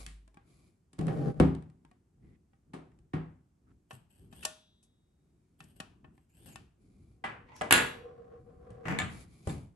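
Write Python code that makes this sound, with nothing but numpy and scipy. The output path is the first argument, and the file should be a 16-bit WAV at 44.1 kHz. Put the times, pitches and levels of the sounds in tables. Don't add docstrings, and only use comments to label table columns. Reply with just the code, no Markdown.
import sys
import numpy as np
from scipy import signal
from scipy.fft import rfft, irfft, next_fast_len
from scipy.io import wavfile
from scipy.ndimage import map_coordinates

SR = 44100
rng = np.random.default_rng(int(sys.argv[2]) if len(sys.argv) > 2 else 0)


def digitize_waveform(pressure):
    field = np.atleast_2d(pressure).T
    bounded = np.clip(field, -1, 1)
    quanta = np.round(bounded * 32767).astype(np.int16)
    wavfile.write(sys.argv[1], SR, quanta)


N = 429975

# f/Hz, level/dB
GUN_SPECTRUM = [(30, -18), (70, -4.5), (155, 1), (215, -4), (265, 0), (400, -9), (600, -17.5), (760, -17.5),
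                (1050, -22.5), (2100, -31.5), (3500, -45), (6500, -63), (9000, -60), (13000, -79.5)]


def amp(db):
    return 10 ** (np.asarray(db) / 20)


def unit(x):
    return x / np.sqrt(np.mean(x ** 2) + 1e-30)


def along(points, hz):
    f, v = np.transpose(points)
    return np.interp(np.log(hz + 1), np.log(f + 1), v)


def wobble(rate_hz):
    knots = rng.standard_normal(int(N * rate_hz / SR) + 4)
    return map_coordinates(knots, [np.arange(N) * rate_hz / SR])


def swell(start_s, end_s, db, attack_s, release_s, growth_db_s=0):
    t = np.arange(N) / SR
    outside = np.maximum(start_s - t, 0) / attack_s + np.maximum(t - end_s, 0) / release_s
    held_s = np.clip(t, start_s, end_s) - start_s
    return amp(db + growth_db_s * held_s - 60 * np.minimum(outside, 4))


def filtered(x, response):
    n = x.shape[-1]
    m = next_fast_len(n + SR // 4)
    return irfft(rfft(x, m) * response(np.fft.rfftfreq(m, 1 / SR)), m)[..., :n]


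def lowpass(x, corner_hz):
    return filtered(x, lambda hz: 1 / (1 + 1j * hz / corner_hz))


def coloured(x, points, size=4096):
    cepstrum = irfft(np.log(amp(along(points, np.fft.rfftfreq(size, 1 / SR)))))
    cepstrum[1:size // 2] *= 2
    cepstrum[size // 2 + 1:] = 0
    impulse = irfft(np.exp(rfft(cepstrum)))
    return signal.fftconvolve(x, impulse[None], axes=1)[:, :x.shape[1]]


def resonate(x, modes):
    return filtered(x, lambda f: sum(
        (-1) ** k * amp(db) * 1j * f * width / (hz * hz - f * f + 1j * f * width)
        for k, (hz, width, db) in enumerate(modes)))


def stereo(pair):
    # f/Hz, level/dB
    side_levels = [(60, -18.5), (125, -14), (260, -12.5), (500, -1.5), (1000, 0), (3000, -3), (8000, -2),
                   (12000, 0.5)]

    def mid_side(hz):
        ratio = amp(along(side_levels, hz))
        return np.array([np.ones_like(hz), ratio]) / np.hypot(1, ratio)

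    mid, side = filtered(pair, mid_side)
    return np.array([mid + side, mid - side])


def room_tail(extra_build_s=0, dull_hz=6000):
    # f/Hz, t60/s
    decay = [(80, 0.7), (300, 0.37), (1000, 0.45), (3000, 0.39), (7000, 0.32), (12000, 0.34)]
    build_s = 0.0026 + extra_build_s
    hz, t, noise = signal.stft(rng.standard_normal((2, SR)), SR, nperseg=256)
    fade = amp(-60 * t / along(decay, hz)[:, None]) * (1 - np.exp(-t / build_s))
    fade /= np.hypot(1, hz / dull_hz)[:, None]
    tail = signal.istft(noise * fade, SR, nperseg=256)[1][:, :SR]
    return tail / np.linalg.norm(tail[0])


def room(x, wet_db):
    return x + amp(wet_db) * signal.fftconvolve(x, room_tail(), axes=1)[:, :x.shape[1]]


def slips(rate_hz, spread_db):
    hit = rng.random(N) < rate_hz / SR
    strength = amp(spread_db * np.clip(rng.standard_normal(N), -2, 2))
    return unit(hit * strength * rng.standard_normal((2, N)))


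def weighted(x, band_db, size=2646):
    edges = [50, 250, 900, 4500, 12500]
    centres_hz = np.sqrt(np.multiply(edges[:-1], edges[1:]))
    fade = np.cos(np.linspace(0, np.pi / 2, size))
    for _ in range(2):
        power = 2 * np.mean(abs(rfft(x[:, :size] * fade, SR)) ** 2, axis=0) / SR / np.sum(fade ** 2)
        now_db = [10 * np.log10(power[lo:hi].sum() + 1e-30) for lo, hi in zip(edges, edges[1:])]
        x = coloured(x, np.column_stack([centres_hz, np.subtract(band_db, now_db)]))
    return x


def strikes(blows, modes, spectrum, ring_db, wet_db, detune, rise_share, size=28672):
    out, t = np.zeros((2, N + size)), np.arange(size) / SR
    hz, mode_db, t60_s = np.transpose(modes)
    decays = amp(mode_db[:, None] - 60 * t / t60_s[:, None])
    for start_s, *band_db, contact_s in blows:
        rise = 1 - np.exp(-t / (rise_share * contact_s))
        crack = rng.standard_normal((2, size)) * amp(-60 * t / contact_s) * rise
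        crack /= np.linalg.norm(crack[0])
        shifted_hz = hz * (1 + detune * rng.standard_normal(len(hz)))
        turns = shifted_hz[:, None] * t + rng.random((len(hz), 1))
        phase = (2 * np.pi * turns).astype(np.float32)
        share = amp(rng.normal(0, 0.39, (2, len(hz)))) * rng.choice([-1, 1], (2, len(hz)))
        ring = np.array([share[0] @ (decays * np.sin(phase)), share[1] @ (decays * np.cos(phase))])
        tail = room_tail(extra_build_s=0.13 * contact_s)[:, :size]
        blow = stereo(crack + amp(wet_db) * tail + amp(ring_db) * ring)
        out[:, round(start_s * SR):][:, :size] += weighted(coloured(blow, spectrum), band_db)
    return out[:, :N]


def boom(hz=51.1):
    tone = unit(np.sin(2 * np.pi * hz * np.arange(N) / SR))
    return swell(0, 0.15, db=-51, attack_s=0.01, release_s=0.65) * tone


def rumble():
    # f/Hz, level/dB
    spectrum = [(20, -17), (59, 3), (175, -1.5), (385, -10.5), (588, -30), (740, -25), (852, -34),
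                (1500, -37.5), (3000, -115)]
    return unit(coloured(stereo(rng.standard_normal((2, N))), spectrum))


def room_air():
    # f/Hz, level/dB
    spectrum = [(290, -33), (500, -4.5), (3860, -22.5), (8640, -18), (10200, -26.5), (11300, -18.5),
                (13000, -37)]
    hiss = unit(coloured(stereo(rng.standard_normal((2, N))), spectrum))
    return amp(-86) * hiss + amp(-72) * rumble()


def brushing():
    # f/Hz, level/dB
    spectrum = [(240, -31.5), (400, -4.5), (666, -5), (737, -2), (904, -13.5), (1130, -4), (1720, -18.5),
                (2360, -1.5), (2700, -15), (4620, -9.5), (5920, -15.5), (6650, -11.5), (10000, -13),
                (10900, -6), (13000, -37)]
    return unit(coloured(stereo(slips(rate_hz=7200, spread_db=1.0)), spectrum))


def hands():
    # start/s, end/s, brush/dB, rumble/dB
    moves = [(0.0, 0.004, -54, -54), (0.47, 0.68, -76.5, -65.5), (1.777, 1.949, -100, -69.5),
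             (2.238, 2.32, -90, -56.5), (2.699, 3.029, -102, -64.5), (3.69, 3.72, -92, -63),
             (4.224, 4.436, -87, -59.5), (5.2, 5.55, -94, -72), (5.618, 6.149, -100, -63.5),
             (6.416, 6.627, -84, -57), (6.82, 7.13, -82.5, -62), (8.4, 8.85, -90, -66),
             (9.116, 9.21, -61.5, -59.5), (9.25, 9.58, -71.5, -59.5), (9.492, 9.518, -54, -57)]
    # start/s, end/s, level/dB, f/Hz
    rubs = [(2.24, 2.36, -81, 2010), (3.68, 3.72, -78, 1300)]
    brush = np.max([swell(start, end, db, attack_s=0.17, release_s=0.36)
                    for start, end, db, _ in moves], axis=0)
    jostle = np.max([swell(start, end, db, attack_s=0.29, release_s=0.4)
                     for start, end, _, db in moves], axis=0)
    return (rubbing(rubs)
            + brush * amp(1.0 + 1.2 * wobble(22)) * brushing()
            + jostle * amp(1.1 * wobble(9.5)) * rumble())


def bending(x, bass_lag_s=0.007, corner_hz=510):
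    return filtered(x, lambda hz: np.exp(-2j * np.pi * hz * bass_lag_s / (1 + hz / corner_hz)))


def gun_blows():
    # t/s, thump/dB, knock/dB, clack/dB, tick/dB, contact t60/s
    blows = [(0.064, -56, -66, -51.5, -50.5, 0.015), (0.931, -63, -62, -68.5, -67, 0.026),
             (0.989, -31, -38, -52, -58.5, 0.029), (1.068, -37.5, -47.5, -54, -60, 0.021),
             (1.081, -44.5, -38, -45.5, -63, 0.04), (1.399, -19.5, -19.5, -32, -46.5, 0.036),
             (2.734, -47.5, -42.5, -52, -64, 0.15), (3.134, -31.5, -34, -43.5, -65.5, 0.14)]
    # f/Hz, level/dB, t60/s
    modes = [(75, -5, 0.43), (159.15, 6, 0.42), (189, 2, 0.35), (266, -0.5, 0.3), (342, -4, 0.35),
             (379, 1.5, 0.35), (610, -1.5, 0.19), (750, 4.5, 0.27), (1095, 4.5, 0.27), (1210, 3, 0.26),
             (1703, 4, 0.24), (1885, 5, 0.23), (2200, 5, 0.18), (2620, 3, .18), (3050, 3.5, 0.14)]
    thuds = strikes(blows, modes, GUN_SPECTRUM,
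                    ring_db=-49.5, wet_db=-7.0, detune=0.0027, rise_share=0.0079)
    return amp(-2.04) * bending(thuds)


def small_parts(contact_s=0.02):
    # t/s, clack/dB, tick/dB
    clicks = [(0.277, -73, -78), (0.343, -75, -79), (0.371, -63, -82), (1.011, -59, -66),
              (1.549, -61.5, -68.5), (1.623, -73, -79), (1.699, -79, -85), (1.849, -67.5, -82),
              (1.913, -71, -82), (2.533, -78, -97), (2.917, -79.5, -95), (2.988, -82.5, -84),
              (6.178, -74, -86.5)]
    # f/Hz, level/dB, t60/s
    modes = [(791, 1, .12), (1114, -1.5, .11), (1750, -2, .09), (2293, 1, .05), (3050, -2.5, 0.059)]
    blows = [(start_s, clack, clack, clack, tick, contact_s) for start_s, clack, tick in clicks]
    return strikes(blows, modes, GUN_SPECTRUM, ring_db=-35, wet_db=-10, detune=0.07, rise_share=0.04)


def lever():
    # t/s, level/dB
    force = [(0.985, -52), (0.997, -36), (1.05, -37), (1.11, -31), (1.18, -32.5), (1.235, -33.5),
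             (1.305, -32.5), (1.336, -44.5), (1.39, -44.5), (1.43, -71)]
    # f/Hz, width/Hz, level/dB
    modes = [(155.6, 17, 7.5), (289.9, 174, -7.5), (444, 130, -5), (795, 38, -12.5), (1090, 54, -31),
             (1690, 780, -39.5), (4000, 4000, -51.5)]
    drive = room(slips(rate_hz=680, spread_db=1.6) * amp(2.0 * wobble(30)), wet_db=-4.5)
    groan = unit(stereo(lowpass(resonate(drive, modes), 3000)))
    push = amp(np.interp(np.arange(N) / SR, *np.transpose(force), left=-np.inf, right=-np.inf))
    return push * (groan + amp(-16) * rumble() + amp(-36) * brushing())


def ringing(modes, start_s, attack_s=0.00063):
    t = np.arange(2 * SR) / SR
    skew_rad = np.array([[0], [np.pi / 2]])
    ring = sum(amp(db - 60 * t / t60_s) * np.sin(2 * np.pi * hz * t + skew_rad * min(1, hz / 2000))
               for hz, db, t60_s in modes)
    ring *= 1 - np.exp(-t / attack_s)
    return np.pad(ring, ((0, 0), (round(start_s * SR), N)))[:, :N]


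def barrels():
    # f/Hz, level/dB, t60/s
    drop_modes = [(74.6, -1, 0.33), (103, -2, .25), (263.3, -2, 0.33), (488, -1.5, .16), (513, -4.5, .16)]
    # f/Hz, level/dB, t60/s
    tube_modes = [(626, 12, .36), (1130, 4, .22), (1443, 6, .3), (1798, 12, .2), (2799, -8, .68),
                  (3175, -12, 1.0), (3426, -4, 1.05), (3572, -12.5, 1), (3790, -8.5, 1.6),
                  (4045, -11.5, .9), (4500, -11, .75), (4595, -14, .8), (5324, -13, .7), (5766, -10, .72),
                  (6005, -6, .58)]
    shudder = bending(ringing(drop_modes, start_s=1.4))
    return amp(-23.5) * shudder + amp(-59.0) * ringing(tube_modes, start_s=4.46)


def rubbing(strokes):
    out = np.zeros((2, N + SR))
    grit = np.pad(stereo(slips(rate_hz=1700, spread_db=2.5)), ((0, 0), (0, SR)))
    for start_s, end_s, db, hz in strokes:
        onset = round(start_s * SR)
        span = slice(onset - SR // 2, onset + SR // 2)
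        note = unit(resonate(grit[:, span], [(hz, 0.092 * hz, 0)]))
        fuzz = unit(resonate(grit[:, span], [(hz, 0.8 * hz, 0)]))
        gain = np.pad(swell(start_s, end_s, db, attack_s=0.088, release_s=0.06), (0, SR))[span]
        out[:, span] += gain * filtered(note + amp(-4.5) * fuzz, lambda f: 1 / (1 + 0.5j * f / hz) ** 2)
    return out[:, :N]


def cap_clicks():
    # t/s, thump/dB, knock/dB, clack/dB, tick/dB, contact t60/s
    blows = [(3.908, -75, -55.5, -52, -67, 0.031), (3.929, -53, -72, -84, -68, 0.027),
             (4.326, -58, -63.5, -63, -72, 0.046), (4.428, -63, -72, -49, -59, 0.1),
             (4.4505, -64.5, -47.5, -40, -36, 0.029), (4.827, -83, -87, -83.5, -71.5, 0.1),
             (5.604, -59.5, -67, -55.5, -69, 0.022), (5.639, -60.5, -71.5, -79, -70, 0.034),
             (5.801, -53, -52.5, -46, -54.5, 0.025), (6.044, -62, -64, -62, -94, 0.038),
             (6.478, -56.5, -67.5, -67, -70, 0.14), (6.558, -66, -60, -52, -58, 0.012)]
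    # f/Hz, level/dB, t60/s
    modes = [(626, -5, .16), (775, -3, .12), (1110, -3, .12), (1443, -6, .14), (1798, 0, .13),
             (2595, 1, .07), (3020, 3, .05), (7700, -2, .1), (8300, 2, .04), (11000, -9, .14)]
    # f/Hz, level/dB
    spectrum = [(35, -39), (60, -8.5), (151, 14.5), (557, -7), (763, -3), (1790, -13), (2100, -21),
                (2570, -6.5), (3770, -9), (7580, -3.5), (11400, -4.5), (13000, -38)]
    return amp(0.4) * strikes(blows, modes, spectrum,
                              ring_db=-39.0, wet_db=-12.5, detune=0.01, rise_share=0.049)


def singing(hz, width_hz):
    phase = 2 * np.pi * np.cumsum(hz) / SR
    pair = [wobble(width_hz) * np.sin(phase) + wobble(width_hz) * np.cos(phase) for _ in range(2)]
    return unit(stereo(np.array(pair)))


def cap_slides():
    # start/s, end/s, start level/dB, growth/(dB/s), start f/Hz, end f/Hz
    strokes = [(3.91, 3.96, -63.5, -89, 3070, 2850), (4.108, 4.262, -70, -54.5, 2850, 3100),
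               (4.318, 4.44, -69.5, 93.5, 2780, 3500), (5.595, 5.719, -72, -40.5, 3076, 3100),
               (5.762, 5.79, -71, 42, 3000, 3000), (6.142, 6.24, -84, -39, 2914, 2900),
               (6.299, 6.461, -80.5, 98.5, 2477, 3450), (6.462, 6.535, -57, -50.5, 3184, 2500)]
    # f/Hz, width/Hz, level/dB
    modes = [(340, 200, 2), (836, 250, -0.5), (1600, 240, -4.5), (2716, 900, -8.5), (4695, 990, -10),
             (8300, 500, 0), (11500, 280, 4.5)]
    scrape = unit(stereo(resonate(slips(rate_hz=1200, spread_db=4.0), modes)))
    gains = np.array([swell(start, end, db, attack_s=0.035, release_s=0.13, growth_db_s=growth)
                      for start, end, db, growth, _, _ in strokes])
    start_s, end_s, _, _, from_hz, to_hz = np.transpose(strokes)[:, gains.argmax(axis=0)]
    progress = np.clip((np.arange(N) / SR - start_s) / (end_s - start_s), 0, 1)
    hz = from_hz + (to_hz - from_hz) * progress
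    hollow = amp(-8) * singing(hz, width_hz=830) + amp(-5.5) * singing(2.8 * hz, width_hz=1100)
    uneven = amp(0.5 + 2.2 * wobble(40))
    return room((scrape + hollow) * gains.max(axis=0) * uneven, wet_db=-8.5)


def cabinet_knocks():
    # t/s, thump/dB, knock/dB, clack/dB, tick/dB, contact t60/s
    blows = [(7.2395, -51, -39.5, -36.5, -60, 0.15), (7.611, -54, -34, -39, -55, 0.031),
             (7.618, -46.5, -39.5, -42, -53, 0.023), (8.704, -50, -62.5, -70, -74.5, 0.031),
             (8.854, -45, -48.5, -44, -67, 0.1), (9.472, -33.5, -37.5, -51.5, -55, 0.052)]
    # f/Hz, level/dB, t60/s
    modes = [(615, -10, 0.2), (782, 0.5, .16), (1027, -3.5, .14), (1210, -7, 0.22), (1663, -3.5, 0.28),
             (1984, 2, .19), (3250, -4, .1)]
    # f/Hz, level/dB
    spectrum = [(30, -14), (120, 3), (520, -5), (800, -2), (2000, -3.5), (3000, -9.5), (3900, -20),
                (6300, -26.5), (8700, -23), (13000, -40)]
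    return amp(-0.6) * strikes(blows, modes, spectrum,
                               ring_db=-39.5, wet_db=-5.0, detune=0.004, rise_share=0.012)


def drawer():
    # start/s, end/s, start level/dB, growth/(dB/s)
    runs = [(7.276, 7.698, -71.5, 4), (7.952, 8.403, -53.5, -11), (8.503, 9.06, -56.5, 9.5)]
    # f/Hz, width/Hz, level/dB
    runner_modes = [(474, 18, 6), (754, 15, -3.5), (1065, 110, -15), (1740, 990, -36)]
    # start/s, end/s, level/dB, f/Hz
    scrapes = [(7.494, 7.55, -61, 967), (7.48, 7.55, -67, 2000), (7.565, 7.594, -62, 5724)]
    # start/s, end/s, level/dB
    jolts = [(8.866, 8.946, -34.5), (8.99, 9.01, -42), (9.102, 9.117, -60)]
    # f/Hz, level/dB
    chatter_spectrum = [(30, -20), (202, 1.5), (520, -17), (730, -8), (886, -16), (2120, -12),
                        (4070, -36.5), (7450, -34), (9490, -42), (10200, -65), (11500, -33), (13000, -102)]
    # t/s, level/dB
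    booms = [(7.77, -43.5), (9.04, -43)]
    roll_flanks = dict(attack_s=0.45, release_s=0.37)

    runners = lowpass(resonate(slips(rate_hz=2400, spread_db=1.0), runner_modes), 2500)
    roll_gain = np.max([swell(start, end, db, growth_db_s=growth, **roll_flanks)
                        for start, end, db, growth in runs], axis=0)
    rolling = roll_gain * amp(2.7 * wobble(14)) * unit(stereo(runners))
    jolt_gain = sum(swell(*jolt, attack_s=0.061, release_s=0.048) for jolt in jolts)
    chatter = jolt_gain * unit(coloured(stereo(slips(rate_hz=600, spread_db=2.5)), chatter_spectrum))
    clatter = room(rubbing(scrapes) + amp(-4.5) * chatter, wet_db=-2.5)
    travel_gain = swell(runs[0][0], runs[-1][1], db=-61.5, **roll_flanks)
    boom_gain = sum(swell(at_s, at_s, db, attack_s=0.09, release_s=0.82) for at_s, db in booms)
    return rolling + clatter + np.hypot(travel_gain, boom_gain) * rumble()


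def contents_clash():
    # t/s, thump/dB, knock/dB, clack/dB, tick/dB, contact t60/s
    blows = [(7.563, -70, -68, -63, -64, 0.02), (7.7085, -40, -30, -21.5, -30, 0.022),
             (7.7243, -36, -27, -19, -21, 0.02), (7.738, -42, -37, -29, -38, 0.02),
             (7.777, -49, -34, -29.5, -41, 0.03)]
    # f/Hz, level/dB, t60/s
    modes = [(258, -1, .36), (474, 1, .4), (1120, -1, .36), (1454, 4, .44), (1656, 4, .36),
             (1738, 2.5, .38), (1794, -3, .33), (1976, -2, .33), (2257, 0, .32), (2498, -3.5, .45),
             (2576, 2, .3), (2685, 2, .33), (2790, 0, .38), (3386, -3, .46), (3914, -4, .44),
             (4540, -11, .6), (5771, -9, .62), (7185, 4, .28), (7397, 2, .28), (11200, -1, .2)]
    # f/Hz, level/dB
    spectrum = [(30, -17.5), (70, 0.5), (250, 3), (560, -5), (1800, 0.5), (2700, -1), (4000, -6.5),
                (5500, -20), (7300, -9.5), (9300, -12), (10300, -24), (11200, -1), (12600, -41)]
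    return amp(-1.26) * strikes(blows, modes, spectrum,
                                ring_db=-48.0, wet_db=-3.5, detune=0.0013, rise_share=0.012)


def catch_snaps():
    # t/s, thump/dB, knock/dB, clack/dB, tick/dB, contact t60/s
    blows = [(8.9877, -43.5, -41.5, -32.5, -42.5, 0.017), (9.0, -50, -46, -35.5, -51, 0.013),
             (9.018, -43, -49.5, -37.5, -61, 0.015), (9.496, -59, -58.5, -51, -57, 0.05)]
    # f/Hz, level/dB, t60/s
    modes = [(750, -1.5, 0.16), (1043, -5, 0.12), (1222, -4.5, 0.35), (1364, -13, 0.17), (1740, 4.5, 0.11),
             (2280, 6, 0.053), (3590, 8.5, 0.026), (6830, -2, 0.13), (7440, -1, 0.092)]
    # f/Hz, level/dB
    spectrum = [(40, -12), (150, 2), (400, -10), (1100, -5), (2100, -1), (3700, -9), (5400, -26.5),
                (7300, -15), (9200, -20), (13000, -37)]
    return amp(-1.1) * strikes(blows, modes, spectrum,
                               ring_db=-35.0, wet_db=-4.5, detune=0.002, rise_share=0.0093)


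def scene():
    breech = cap_clicks() + cap_slides() + barrels()
    action = gun_blows() + small_parts() + lever()
    furniture = cabinet_knocks() + contents_clash() + catch_snaps() + drawer()
    near_centre = action + furniture + hands()
    return breech * amp([[1.3], [-1.3]]) + near_centre * amp([[0.4], [-0.4]]) + boom() + room_air()


def record(dry, top_hz=13200):
    # f/Hz, level/dB
    response = [(18, -15.5), (42, 1), (11500, 0), (12100, -7.5), (12700, -21), (13300, -30)]
    return filtered(dry, lambda hz: amp(along(response, hz)) * (hz < top_hz))


dry = scene()
out = record(dry)
digitize_waveform(out)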